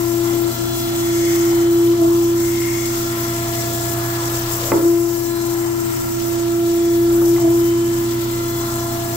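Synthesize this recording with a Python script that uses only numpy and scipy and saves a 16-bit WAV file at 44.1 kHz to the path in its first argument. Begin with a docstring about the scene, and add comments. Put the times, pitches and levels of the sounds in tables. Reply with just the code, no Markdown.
"""A workshop, close to a surface grinder, on two microphone ports. Motors hum and rumble at the back; the hydraulic
pump is a set of whining tones whose levels follow the table's travel. The wheel's coolant is coloured noise that
churns, rushes and spatters; the wheel twice bites the steel, repeating noise ringing through resonances.
The table drive knocks, at its reversals among other moments: clicks and rattles striking decaying modes."""
import sys
import numpy as np
from scipy import signal
from scipy.fft import rfft, irfft, next_fast_len
from scipy.io import wavfile

SR = 44100
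rng = np.random.default_rng(int(sys.argv[2]) if len(sys.argv) > 2 else 0)


def file_out(sig):
    """Save sig as 16-bit WAV at sys.argv[1]."""
    # one column per channel
    cols = np.atleast_2d(sig).T
    # limit, then scale
    lim = np.clip(cols, -1, 1)
    pcm = np.round(lim * 32767).astype(np.int16)
    wavfile.write(sys.argv[1], SR, pcm)


N = 403940   # samples

WHEEL_TURNS_HZ = 29.96
# the wheel bites on the way in and again on the way out of one turn, at the same stretch of the work
BITE_TURN_S = 2.018   # middle of that turn
EDGE_S, EDGE_RISE_S = 0.33, 0.051   # travel from the turn to the edge of the work, and time to pass it
# the valve turns the table round at the near end, far end, near end: reversal_s
REVERSALS_S = [1.97, 4.72, 7.397]


def from_db(db):
    """Decibels to gain."""
    return 10 ** (np.asarray(db) / 20)


def rms_one(x):
    """Scales to unit rms."""
    return x / np.sqrt(np.mean(x ** 2) + 1e-20)


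def in_time(rows):
    """Columns of a table, joined by straight lines, one value a sample."""
    s, *columns = np.transpose(rows)
    return [np.interp(np.arange(N) / SR, s, c) for c in columns]


def in_cycle(rows):
    """Repeats a table on every trip of the machine's table out and back."""
    trip_s = REVERSALS_S[2] - REVERSALS_S[0]
    return np.array([(REVERSALS_S[0] + k * trip_s + s, *rest) for k in (-1, 0, 1) for s, *rest in rows])


def on_work():
    """Travel time from the biting turn, and 0-1 for the wheel being past the edge of the work."""
    away_s = abs(np.arange(N) / SR - BITE_TURN_S)
    return away_s, np.clip((away_s - EDGE_S) / EDGE_RISE_S, 0, 1)


def at_hz(points, hz):
    """Reads a spectrum table on a log-frequency axis."""
    table_hz, values = np.array(points).T
    return np.interp(np.log(hz + 1), np.log(table_hz), values)


def drift(rate_hz):
    """Slow chance of spread 1: coarse noise twice through a one-pole low-pass."""
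    coarse = 40   # samples per step
    r = np.exp(-2 * np.pi * rate_hz * coarse / SR)
    noise = rng.standard_normal(N // coarse + 2002)
    slow = signal.lfilter([1], [1, -2 * r, r * r], noise)[2000:]   # settled part
    return np.interp(np.arange(N) / coarse, np.arange(len(slow)), rms_one(slow))


def sine(turns, lead_rad=0.):
    """A tone of rms 1 in both ports, the left one ahead by lead_rad."""
    return np.sqrt(2) * np.sin(2 * np.pi * turns + np.outer([.5, -.5], lead_rad * np.ones(N)))


def per_turn(share):
    """Noise of which a share repeats on every turn of the wheel, slowly renewed; two unrelated rows."""
    size = round(SR / WHEEL_TURNS_HZ)
    fresh = rng.standard_normal((2, N // size + 21, size))
    keep = 0.916   # carried over from one turn to the next
    pattern = signal.lfilter([np.sqrt(1 - keep ** 2)], [1, -keep], fresh, axis=1)
    pattern = pattern[:, 20:].reshape(2, -1)[:, :N]
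    share = np.clip(share, 0, 1)
    return np.sqrt(share) * pattern + np.sqrt(1 - share) * rng.standard_normal((2, N))


def coloured(source, spectrum, flicker_db=0., rate_hz=10.):
    """Colours two unrelated rows, mixes them to the ports, flickers half-octave bands; port mean has rms 1."""
    # left-right likeness of the noise: pitch_hz, likeness (-1 to 1)
    likeness = [(60, 0.84), (290, 1), (640, 0.13), (1410, -0.41), (3100, -0.064)]
    # how much louder the left port is: pitch_hz, difference_db
    left_louder = [(700, 4), (1290, -6), (2400, 5.5), (4400, 5.5), (8000, 0.5), (10000, 10.5),
                   (15000, 13.5)]
    size = next_fast_len(N)
    hz = np.arange(size // 2 + 1) * SR / size
    mid, side = rfft(source, size) * from_db(at_hz(spectrum, hz))
    alike = np.clip(at_hz(likeness, hz), -1, 1)
    pan = from_db(np.outer([.5, -.5], at_hz(left_louder, hz)))
    ports = pan * (np.sqrt(1 + alike) * mid + np.sqrt(1 - alike) * side * [[1], [-1]])
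    ports /= np.sqrt(np.sum(pan ** 2, axis=0) + 2 * alike)
    out, half_octave = 0, 2 * np.log2(hz + 1)
    first, last = np.ceil(2 * np.log2(spectrum[0][0])), 2 * np.log2(spectrum[-1][0])
    for centre in np.arange(first, last + 1):
        band = irfft(ports * np.clip(1 - abs(half_octave - centre), 0, 1), size)[:, :N]
        out = out + from_db(flicker_db * drift(rate_hz)) * band
    return out / np.std(out.mean(axis=0))


def motors():
    """Steady lines of the spindle and the motors, wavering a little, over a low rumble."""
    # motors, before the swell: pitch_hz, level_db
    motor_lines = [(58.2, -50.5), (119.98, -32.5), (130.46, -44)]
    # wheel unbalance, before the swell: multiple of the turning rate, level_db
    spindle = [(1, -45.5), (3, -44.5), (5, -51), (6, -50.5), (8, -41.5), (9, -49.5), (7, -55.5)]
    # hum lines nearest a multiple sink for a while: multiple of the turning rate, centre_s, half_width_s, change_db
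    hum_dips = [(8, 4.34, 0.67, -7.5), (4, 6.8, 0.094, -9.5)]
    # hum and rumble swell and sink together: time_s, change_db
    hum_swell = [(0, 2), (2.7, 2.5), (3.7, 4), (4.7, 3), (4.9, 0.5), (6.8, 2), (7.1, 3.5)]
    # colour of the rumble: pitch_hz, density_db (per Hz, relative)
    rumble_colour = [(25, 0), (45, -12), (100, -6.5), (230, -5.5), (400, -5.5), (600, -46)]
    t = np.arange(N) / SR
    lines = motor_lines + [(m * WHEEL_TURNS_HZ, db) for m, db in spindle]
    hum = 0
    for hz, db in lines:
        dip_db = sum(change_db * np.exp(-((t - s) / width) ** 2)
                     for m, s, width, change_db in hum_dips if round(m) == round(hz / WHEEL_TURNS_HZ))
        level = from_db(db + dip_db + 0.7 * drift(1.8))
        hum = hum + level * sine(hz * t + rng.random(), -hz / 1500)
    rumble = from_db(-41.5) * coloured(rng.standard_normal((2, N)), rumble_colour)
    return from_db(in_time(hum_swell)[0]) * (from_db([[.4], [-.4]]) * hum + rumble)


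def pump():
    """Vane pressure pulses; uneven vanes make the upper tones throb once per shaft turn."""
    pump_hz, vanes = 340.2, 12
    warble_hz = 34.3   # just after a reversal a quicker, deeper throb replaces that of the shaft
    shaft_wobble = 0.0097   # uneven shaft speed, in pump cycles: side tones grow with the multiple
    # the moving table shifts the nodes of the pump tone and its octave past the ports, alike on every trip
    # both tables: since_near_turn_s, left_db, right_db
    pump_tone = [(0, -17.5, -19), (.05, -11, -11), (.12, -12, -13), (.85, -22.5, -20), (1.25, -23.5, -22.5),
                 (1.68, -30.5, -23.5), (2.34, -24.5, -22.5), (2.72, -27.5, -29.5), (2.79, -13, -11.5),
                 (2.83, -20, -20.5), (2.89, -9.5, -11.5), (3.2, -17.5, -28.5), (3.64, -17, -22),
                 (3.9, -17.5, -26.5), (4.25, -26.5, -18), (4.63, -17, -15), (5.385, -11, -12.5)]
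    pump_octave = [(.067, -24, -23.5), (.19, -50, -34.5), (.7, -35.5, -38.5), (1.25, -33, -40.5),
                   (1.6, -28, -36), (2.0, -32.5, -31.5), (2.5, -34.5, -44), (2.85, -35, -31),
                   (3.3, -41, -34.5), (3.8, -61, -39), (4.3, -33, -41.5), (4.7, -35, -36), (5.39, -39, -42)]
    # phase by which the left port leads, both tables: since_near_turn_s, lead_rad
    tone_lead = [(0, -.45), (1.15, -.4), (1.65, .7), (2.0, .3), (2.6, .1), (2.8, -.45), (3.13, -.45),
                 (3.22, .9), (3.65, .9), (4.0, 3.3), (4.3, 5.2), (4.7, 5.75)]
    octave_lead = [(.05, 1.3), (.2, 4.2), (.7, 3.2), (1.55, .4), (2.0, 1.1), (2.4, 1.0), (2.65, -.5),
                   (2.85, 1.5), (3.3, 2.2), (3.6, .3), (4.2, -1.8), (4.65, 0), (5.1, .9)]
    # unrepeated swells and dips of the two: multiple, centre_s, half_width_s, left_db, right_db, left_lead_rad
    one_off = [(1, 0.55, 0.034, -15, -28, 0.15), (1, 0.37, 0.17, -2, 7, -1),
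               (1, 0.53, 0.45, 5.5, -7, -0.48), (2, 0.48, 0.58, 8.5, 5.5, 0.77),
               (2, 1.1, 0.39, -11.5, -2.5, 0.084), (2, 7.85, 0.39, -13, 0.5, -1)]
    # since_near_turn_s, third_multiple_db, fourth_db, fifth_db
    overtones = [(.05, -45.5, -51, -53), (.45, -44, -52, -49.5), (.9, -49, -47, -55), (1.3, -40, -41, -49),
                 (1.65, -45.5, -45, -45), (2.24, -42.5, -47, -41), (2.95, -45.5, -53, -52),
                 (3.4, -40, -47.5, -45.5), (3.95, -47.5, -43.5, -53), (4.6, -51, -46.5, -49.5),
                 (5.05, -53.5, -47, -49.5)]
    # faint whine: multiple of the pump tone, level_db
    whine = [(6, -59), (7, -57), (8, -57.5), (9, -55.5), (10, -59.5), (11, -57.5), (12, -57), (13, -58),
             (14, -58)]
    # pump shaft tones between the overtones: multiple of its turning rate, level_db
    shaft_lines = [(34, -51), (35, -55), (47, -51)]
    # single overtones swell into whistles and fade again: multiple, centre_s, half_width_s, lift_db
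    whistles = [(6, 0.35, .3, 9), (6, 3.4, .7, 5), (6, 8.5, 0.53, 10.5), (9, 1.5, 0.43, 9.5),
                (9, 7.8, 0.21, 10), (10, 0.92, 0.82, 12), (10, 3.34, 1.5, 12.5), (10, 6.97, 0.79, 9),
                (10, 8.6, 0.53, 12.5), (12, 0.94, 1.2, 9), (12, 3.6, 0.75, 8.5), (12, 5.4, 0.29, 8.5),
                (12, 8.6, 0.56, 9)]
    t = np.arange(N) / SR

    def hump(s, width):
        """A bell in time around s."""
        return np.exp(-((t - s) / width) ** 2)

    # around each reversal the two lowest tones waver in pitch, up and then down
    waver_hz = sum(4 * hump(s, 0.027) - 6 * hump(s + 0.069, 0.0382) for s in REVERSALS_S)
    turns, wavering = pump_hz * t, np.cumsum(pump_hz + waver_hz) / SR
    shaft_turns = turns / vanes
    warble = sum(hump(s + 0.06, 0.062) * np.cos(2 * np.pi * warble_hz * (t - s - 0.054)) for s in REVERSALS_S)
    throb_left = 1 - sum(hump(s + 0.06, 0.049) for s in REVERSALS_S)
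    throb = np.cos(2 * np.pi * shaft_turns) * throb_left + 2.5 * warble
    out = 0
    lowest = [(pump_tone, tone_lead, .03), (pump_octave, octave_lead, .25)]   # last: throb depth
    for multiple, (rows, leads, depth) in enumerate(lowest, start=1):
        s, lead = in_cycle(leads).T
        *odd_db, odd_lead = sum(np.outer(change, hump(at, width))
                                for m, at, width, *change in one_off if round(m) == multiple)
        db = np.add(in_time(in_cycle(rows)), odd_db)
        lead = np.interp(t, s, np.unwrap(lead)) + odd_lead
        out = out + from_db(db) * (1 + depth * throb) * sine(multiple * wavering, lead)
    upper = list(zip([3, 4, 5], in_time(in_cycle(overtones))))
    upper += [(m, db + drift(0.83)) for m, db in whine]
    upper += [(round(m) / vanes, db + drift(1.0)) for m, db in shaft_lines]
    wobbly = turns + shaft_wobble * np.sin(2 * np.pi * shaft_turns)
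    for multiple, db in upper:
        db = db + sum(lift_db * hump(s, width)
                      for m, s, width, lift_db in whistles if round(m) == round(multiple))
        pan = from_db(np.outer([.5, -.5], 2.0 + 4 * drift(0.53)))
        lead = 1.26 + 0.42 * drift(0.23)
        # levels hold for the mean of the ports, unless the two nearly cancel
        pan /= np.maximum(abs(pan[0] * np.exp(1j * lead) + pan[1]) / 2, .5)
        depth = 0.24 + 0.16 * drift(3.4)
        ragged = 1 + depth * np.cos(2 * np.pi * (shaft_turns + rng.random())) + 0.2 * drift(6.1)
        out = out + from_db(db) * pan * ragged * sine(multiple * wobbly + rng.random(), lead)
    return out


def coolant():
    """The wheel churns the flood in its guard; the jet rushes over the work and throws drops that land in bursts."""
    # levels before the lift over the work: since_near_turn_s, churn_db, rush_db, spatter_db
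    flood = [(.05, -38.5, -43, -32.5), (.4, -39.5, -42, -33), (1.4, -37, -40.5, -31.5),
             (2.16, -36.5, -40, -31), (2.6, -35.5, -36.5, -28.5), (2.72, -33, -37, -27.5),
             (2.76, -33.5, -43.5, -30.5), (3.03, -40, -45, -31.5), (4.4, -38, -40.5, -33.5),
             (5.15, -38, -43.5, -33.5)]
    # colours, all three: pitch_hz, density_db (per Hz, relative)
    churn_colour = [(250, 4), (400, 1), (550, 3), (750, 5.5), (1000, 2.5), (1350, 2), (1600, -3),
                    (2100, -2), (2600, -13)]
    rush_colour = [(1500, 1), (2200, -4.5), (2700, 0.5), (3500, 2), (4800, 1), (7500, -4.5), (8800, -8)]
    spatter_colour = [(3500, -24), (5200, -1), (6900, 0.5), (7200, 3), (7700, 4), (8300, -1.5), (8700, -6),
                      (11000, -4.5), (11500, -1), (14000, 1.5), (15800, 3)]
    # lift over the work, one value each for churn, rush and spatter: lift_db
    loaded_db = [1.5, 2.5, 2]
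    loaded_s = 3.1   # travel from the biting turn by which the lift is gone
    away_s, over = on_work()
    loaded = over * np.clip((loaded_s - away_s) / (loaded_s / 2), 0, 1)
    churn_db, rush_db, spatter_db = in_time(in_cycle(flood)) + np.outer(loaded_db, loaded)
    bursts = from_db(drift(6.5) + 0.67 * drift(29) + 1.25 * drift(270))
    churn = from_db(churn_db) * coloured(per_turn(0.28), churn_colour, flicker_db=2.37, rate_hz=2.7)
    rush = coloured(per_turn(0.25), rush_colour, flicker_db=1.6, rate_hz=7.6)
    rush = from_db(rush_db + 1.6 * drift(53)) * rush
    drops = coloured(rng.standard_normal((2, N)), spatter_colour, flicker_db=1.6, rate_hz=16.0)
    return churn + rush + from_db(spatter_db) * bursts * drops


def knocks():
    """Each knock is a click with a short dull rattle; it strikes every mode of the table, unevenly at each port."""
    # knocks in the table drive: start_s, strength_db, favoured_hz
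    blows = [(0.331, -32, 460), (1.795, -32, 900), (1.935, -28, 1150), (4.718, -10, 870),
             (4.7365, -22, 520), (7.218, -24, 880), (7.363, -28, 1700), (7.382, -24, 1100)]
    # modes of the table casting: pitch_hz, level_db, t60_s
    casting = [(280, 1, 0.14), (302, 9.5, 0.25), (399, 2, 0.15), (470, -3, 0.18), (532, 11.5, 0.031),
               (716, -19, 0.13), (897, -6, 0.093), (976, -16, 0.32), (1100, -16, 0.063), (1150, 5.5, 0.012),
               (1320, -12, 0.084), (1720, -3.5, 0.028), (2045, 1.5, 0.043), (2380, 5, 0.016)]
    # low bumps: start_s, pitch_hz, peak_db, fade_s
    bumps = [(1.93, 132.4, -31, 0.056), (2.42, 50, -36, 0.034), (7.341, 133, -26, 0.048)]
    favour_per_db = 0.2   # the softer a blow, the more sharply it picks the modes near its own pitch
    rise_cycles = .6   # each mode takes this long to build up, so the lows come late
    out, size = np.zeros((2, N)), SR // 2
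    t = np.arange(size) / SR
    uneven_db = rng.normal(0, 0.67, (len(blows), len(casting), 2))
    rattles = rng.standard_normal((len(blows), 2, size))
    for (s, strength_db, favoured_hz), spread, rattle in zip(blows, uneven_db, rattles):
        ring = 0
        for (hz, db, t60), port_db in zip(casting, spread):
            envelope = (1 - np.exp(-t * hz / rise_cycles)) * from_db(-60 * t / t60)
            mode = np.outer(from_db(db + port_db), envelope * np.sin(2 * np.pi * hz * t))
            mistuned = hz / favoured_hz + favoured_hz / hz - 1   # 1 at the favoured pitch
            ring = ring + mode / mistuned ** (-strength_db * favour_per_db)
        dull_rattle = signal.lfilter([1], [1, -.9], rattle) * np.exp(-t / 0.059)
        blow = (t == 0) + 0.0036 * dull_rattle
        at = round(s * SR)
        out[:, at:at + size] += from_db(strength_db) * signal.fftconvolve(ring, blow, axes=1)[:, :size]
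    for s, hz, peak_db, fade_s in bumps:
        fades = np.clip(np.arange(N) / SR - s, 0, None) / fade_s   # time since the start, in fade times
        out += from_db(peak_db) * fades * np.exp(1 - fades) * np.sin(2 * np.pi * hz * fade_s * fades)
    return out


def cut():
    """Mostly the same grits strike on every turn and ring the resonances of the work."""
    # wheel touching steel: travel_from_turn_s, level_db
    touch = [(.4, -44.5), (.75, -35.5), (1.0, -43.5), (1.15, -71), (1.5, -66)]
    # resonances of the work: pitch_hz, width_hz, level_db,
    # farther_s (travel by which the loudest point lies farther from the turn)
    work = [(1930, 25, -8, -.05), (2105, 120, 0.5, -0.031), (5460, 290, -4, .03), (6430, 400, 1.5, 0.043),
            (7400, 320, -2, 0.097)]
    grits, out = per_turn(0.83), 0
    away_s, over = on_work()
    for hz, width_hz, db, farther_s in work:
        r = np.exp(-np.pi * width_hz / SR)
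        ring = signal.lfilter([1, 0, -1], [1, -2 * r * np.cos(2 * np.pi * hz / SR), r * r], grits)
        touch_db = np.interp(away_s - farther_s, *np.transpose(touch))
        out = out + from_db(db + touch_db) * rms_one(ring)
    return over * from_db([[2.5], [-1.5]]) * out   # louder at the left port


def scene():
    """All sources at the two ports."""
    return motors() + pump() + coolant() + knocks() + cut()


def record(dry):
    """A steep low-pass cuts the top."""
    cutoff_hz = 15740
    return signal.sosfilt(signal.ellip(14, .5, 60, cutoff_hz, fs=SR, output="sos"), dry)


dry = scene()
out = record(dry)
file_out(out)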